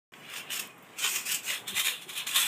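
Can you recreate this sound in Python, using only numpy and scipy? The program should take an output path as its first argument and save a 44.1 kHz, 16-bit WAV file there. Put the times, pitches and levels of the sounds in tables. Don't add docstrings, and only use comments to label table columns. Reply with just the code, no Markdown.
import sys
import numpy as np
from scipy import signal
from scipy.fft import rfft, irfft, next_fast_len
from scipy.io import wavfile
from scipy.ndimage import uniform_filter1d, map_coordinates

SR = 44100
rng = np.random.default_rng(int(sys.argv[2]) if len(sys.argv) > 2 else 0)


def voltage_ratio(decibels):
    exponent = np.asarray(decibels, float) / 20
    return 10 ** exponent


def waveform_to_disk(signal):
    frames = np.transpose(np.atleast_2d(signal))
    scaled = np.clip(frames, -1, 1) * 32767
    samples = np.round(scaled).astype(np.int16)
    wavfile.write(sys.argv[1], SR, samples)


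N = 109235

# (frequency [Hz], relative level [dB])
TRAFFIC_SPECTRUM = [(24, -60), (40, -6), (80, -19.5), (111, -4.5), (161, -1.5), (470, -5.5), (588, -7.5),
                    (773, -5), (897, -8.5), (1070, -5), (1370, -10), (2200, -9), (2680, -18), (2960, -12.5),
                    (4200, -41.5), (8210, -23), (11400, -32.5), (15300, -26.5)]
# (time [s], sliding speed as fizz level [dB], weight on the mat as fabric over fizz [dB])
RUBBING = [(0.13, -67.5, 2), (0.28, -60, 12), (0.38, -38.5, 1.5), (0.44, -64.5, 9.5), (0.49, -62, 11.5),
           (0.52, -36.5, 0.5), (0.57, -35, -5.5), (0.59, -47.5, 4.5), (0.6, -34.5, -6), (0.63, -50.5, 2.5),
           (0.74, -71, 4), (0.96, -65, 8.5), (0.99, -39.5, -3), (1.05, -31, 3), (1.11, -35.5, -2.5),
           (1.16, -32, -3.5), (1.25, -50, 0), (1.26, -35, -5), (1.31, -36, -1), (1.32, -29.5, -5.5),
           (1.34, -37, -2), (1.35, -33, -5.5), (1.42, -61, 7.5), (1.45, -41.5, -3.5), (1.51, -36, 5.5),
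           (1.54, -37.5, 5), (1.63, -63.5, 6.5), (1.66, -67.5, 11.5), (1.68, -37.5, 2), (1.74, -50, 6.5),
           (1.77, -32, 0.5), (1.8, -27.5, 0), (1.83, -43.5, 1), (1.86, -30.5, 3), (2.01, -60.5, 9),
           (2.02, -46, 0.5), (2.07, -63, 2.5), (2.1, -43, 5.5), (2.12, -48, 3.5), (2.17, -43.5, 4),
           (2.18, -35.5, 0), (2.22, -52, 13), (2.26, -61.5, 9.5), (2.27, -38, 7.5), (2.28, -33.5, -0.5),
           (2.3, -40.5, 3), (2.34, -37.5, 2.5), (2.36, -25, 3), (2.41, -30, 0.5), (2.46, -36.5, 2),
           (2.48, -28, 3.5)]
# (time [s], angle [0 to 1])
PHONE_ANGLE = [(0, 0), (.35, 0.11), (.52, 0.32), (.62, 0.2), (1.0, 0.2), (1.2, .05), (1.32, 0.21),
               (1.42, .1), (1.5, 0.37), (1.57, 0.56), (1.7, 0.84), (1.95, 0.86), (2.2, 0.8), (2.32, 0.66),
               (2.48, 0.88)]
# (time [s], level before SNAG_OFFSET_DB [dB], fabric over fizz [dB])
SNAGS = [(0.137, -48, 17.5), (0.1564, -52, -2), (0.2997, -33.5, 3), (0.3376, -29.5, 7), (0.5043, -27, 6),
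         (0.5947, -19, -2), (0.9857, -24, 1), (1.0395, -22, 3), (1.321, -16.5, -21), (1.3454, -14.5, -11),
         (1.4325, -28, -7), (1.68, -23.5, -8), (2.0189, -41, -8), (2.0935, -29.5, -11), (2.1755, -28, -13),
         (2.269, -24, -8), (2.381, -18, -5)]
# (frequency [Hz], relative level [dB])
FIZZ_BEFORE = [(2530, -42), (4300, -10), (5400, -1), (6200, -2.5), (6750, 2), (8710, -0.5), (9900, -10),
               (12000, -10.5), (13800, -2.5), (15300, -11)]
FIZZ_AFTER = [(2530, -31.5), (4300, -2), (4680, -18), (6790, -1.5), (8530, 0.5), (9900, -3), (10600, -1.5),
              (12300, -5.5), (13800, -3.5), (15300, -9.5)]
# (frequency [Hz], relative level [dB])
FABRIC_BEFORE = [(150, -41), (400, -21.5), (900, -16), (1080, -10), (1250, -11), (1400, -7.5), (2160, -6),
                 (2450, 1), (2800, -2), (3350, -3.5), (3750, -16.5), (4300, -18.5), (5000, -17),
                 (6500, -37), (11000, -120)]
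FABRIC_AFTER = [(150, -42.5), (400, -24.5), (800, -22.5), (1080, -12), (1400, -13), (1900, -8.5),
                (2200, -8.5), (2450, -2), (2800, -3.5), (3200, -1), (3570, 1), (4150, -7.5), (4450, -18.5),
                (4700, -22), (5200, -17), (6500, -49), (11000, -120)]
# (frequency [Hz], width [Hz], height before MODE_OFFSET_DB [dB])
FABRIC_MODES = [(1060, 46, 3), (1670, 120, -4), (1990, 54, 1), (2400, 52, -11), (2870, 42, -9.5),
                (3450, 71, -2.5), (3600, 20, -17.5)]
# (time [s], pitch [Hz], level against the fabric [dB])
CREAK = [(.13, 2900, -5), (.23, 2940, -6), (.37, 2750, -7.5), (.46, 2750, -1.5), (.53, 3005, -7.5),
         (.62, 2520, -4.5), (.75, 2485, 4), (.92, 2470, -24), (1.0, 2487, -14), (1.1, 2492, -9.5),
         (1.24, 2480, -5), (1.34, 3050, -5), (1.44, 2500, -4), (1.5, 2900, -21), (1.58, 3530, -8.5),
         (1.8, 3667, -6.5), (1.9, 3657, -15), (2.05, 3333, -5), (2.2, 3440, -12), (2.37, 3500, -18),
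         (2.48, 3400, -24)]
# (time [s], level before the onset ramp [dB], pitch [Hz], 60 dB decay time [s])
TICKS = [(.137, -42, 1500, .012), (.6735, -30, 13700, .003), (.6735, -36, 11000, .003),
         (.7798, -54, 12900, .04), (.8252, -50, 15000, .03), (.8252, -58, 13200, .2),
         (1.4503, -42, 15000, .04)]
# (time [s], level before the onset ramp [dB], pitch [Hz], 60 dB decay time [s])
THUDS = [(1.04, -45, 425, 0.18), (1.125, -43, 373, 0.14), (1.735, -40, 103, 0.099), (1.72, -41, 185, 0.096),
         (1.77, -42, 170, .08), (1.725, -41, 370, 0.11), (1.7, -44, 191, 0.12), (1.92, -41.5, 488, 0.091),
         (2.065, -40.5, 370, 0.091)]

START_S = 0.12
TRAFFIC_DB = -52
FLICKER_DB, FAST_FLICKER_DB = 0.8, 1.1
SLIPS_PER_S, LARGEST_SLIP = 5000, 2.2
SNAG_T60_S, SNAG_OFFSET_DB = 0.036, -11.5
MODE_OFFSET_DB = -6
CREAK_KNOTS_PER_S = 130
YARD_T60_S, YARD_DB = 0.17, -8.5
TOP_HZ, LOW_HZ = 15330, 105


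def unit(x):
    return x / np.sqrt(np.mean(x ** 2) + 1e-20)


def curves(rows):
    s, *columns = np.transpose(rows)
    return [np.interp(np.arange(N) / SR, s, column) for column in columns]


def wobble(rate):
    knots = rng.standard_normal(int(N * rate / SR) + 4)
    return map_coordinates(knots, [np.arange(N) * rate / SR])


def coloured(x, points, modes=()):
    m = 2 * next_fast_len(N // 2 + 4096)
    hz = np.fft.rfftfreq(m, 1 / SR)
    f, db = np.transpose(points)
    gain = voltage_ratio(np.interp(np.log(hz + 1), np.log(f + 1), db))
    peaks = sum(voltage_ratio(d + MODE_OFFSET_DB) * w / np.hypot(w, 2 * (hz - centre)) for centre, w, d in modes)
    gain = gain * (1 + peaks)
    cepstrum = irfft(np.log(gain / np.sqrt(np.mean(gain ** 2)) + 1e-5), m)
    cepstrum[1:m // 2] *= 2
    cepstrum[m // 2 + 1:] = 0
    return irfft(rfft(x, m) * np.exp(rfft(cepstrum)), m)[:N]


def traffic():
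    swell_db = 0.8 * wobble(3) + 1.1 * wobble(14)
    return voltage_ratio(TRAFFIC_DB + swell_db) * coloured(rng.standard_normal(N), TRAFFIC_SPECTRUM)


def sliding_drive():
    speed_db, weight_db = curves(RUBBING)
    fizz_drive = voltage_ratio(speed_db + FLICKER_DB * wobble(35.34) + FAST_FLICKER_DB * wobble(180))
    return fizz_drive, fizz_drive * voltage_ratio(weight_db)


def slips(spread_db, smooth):
    hit = rng.random(N) < SLIPS_PER_S / SR
    size = np.minimum(rng.exponential(size=N), LARGEST_SLIP)
    impulses = unit(hit * voltage_ratio(spread_db * size) * rng.standard_normal(N))
    return unit(impulses + smooth * rng.standard_normal(N))


def phone_blend(x, before, after, modes=()):
    turn = np.clip(curves(PHONE_ANGLE)[0], 0, 1)
    signs = rng.choice([-1, 1], N)
    return coloured(x * np.sqrt(1 - turn), before) + coloured(x * np.sqrt(turn) * signs, after, modes)


def patchy(x, patch_db, bins, frames):
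    z = signal.stft(x, nperseg=512)[2]
    field = uniform_filter1d(rng.standard_normal(z.shape), bins, 0)
    field = uniform_filter1d(field, frames, 1)
    varied = signal.istft(z * voltage_ratio(patch_db * unit(field)), nperseg=512)[1][:N]
    return varied * voltage_ratio(-patch_db ** 2 * np.log(10) / 20)


def rubbing(fizz_drive, fabric_drive):
    t = np.arange(N) / SR
    for s, db, over_db in SNAGS:
        burst = voltage_ratio(db + SNAG_OFFSET_DB - 60 * np.abs(t - s) / SNAG_T60_S) * (t >= s)
        fizz_drive = np.hypot(fizz_drive, burst)
        fabric_drive = np.hypot(fabric_drive, burst * voltage_ratio(over_db))
    fizz = fizz_drive * slips(spread_db=1.5, smooth=1.6)
    fabric = fabric_drive * slips(spread_db=2, smooth=1.5)
    fizz = phone_blend(fizz, FIZZ_BEFORE, FIZZ_AFTER)
    fabric = phone_blend(fabric, FABRIC_BEFORE, FABRIC_AFTER, FABRIC_MODES)
    return patchy(fizz, patch_db=2.8, bins=2, frames=9) + patchy(fabric, patch_db=3, bins=2, frames=7)


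def creak(fabric_drive):
    hz, over_db = curves(CREAK)
    phase = 2 * np.pi * np.cumsum(hz) / SR
    ridge = wobble(CREAK_KNOTS_PER_S) * np.cos(phase) + wobble(CREAK_KNOTS_PER_S) * np.sin(phase)
    return fabric_drive * voltage_ratio(over_db) * unit(ridge)


def rings(rows, attack_s):
    total = np.zeros(N)
    for s, db, hz, t60 in rows:
        u = np.maximum(np.arange(N) / SR - s, 0)
        envelope = voltage_ratio(db - 60 * u / t60) * (1 - np.exp(-u / attack_s))
        total += envelope * np.sin(2 * np.pi * hz * u)
    return total


def ticks():
    return rings(TICKS, attack_s=0.00018)


def yard(x):
    age_s = np.arange(SR // 2) / SR
    tail = rng.standard_normal(SR // 2) * voltage_ratio(-60 * age_s / YARD_T60_S)
    delayed = np.pad(x, (400, 0))
    return signal.fftconvolve(delayed, tail / np.linalg.norm(tail))[:N]


def thuds():
    return rings(THUDS, attack_s=0.0042)


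def scene():
    fizz_drive, fabric_drive = sliding_drive()
    near = rubbing(fizz_drive, fabric_drive) + creak(fabric_drive) + thuds()
    mix = traffic() + near + ticks() + voltage_ratio(YARD_DB) * yard(near)
    return mix[None]


def roll_off(x):
    return signal.sosfilt(signal.butter(12, 16500, fs=SR, output="sos"), x)


def record(dry):
    hz = np.fft.rfftfreq(2 * N, 1 / SR)
    response = (hz < TOP_HZ) / np.hypot(1, (LOW_HZ / (hz + 1)) ** 2)
    kept = irfft(rfft(dry, 2 * N) * response, 2 * N)[:, :N]
    mix = kept * (np.arange(N) >= START_S * SR)
    return roll_off(mix)


dry = scene()
out = record(dry)
waveform_to_disk(out)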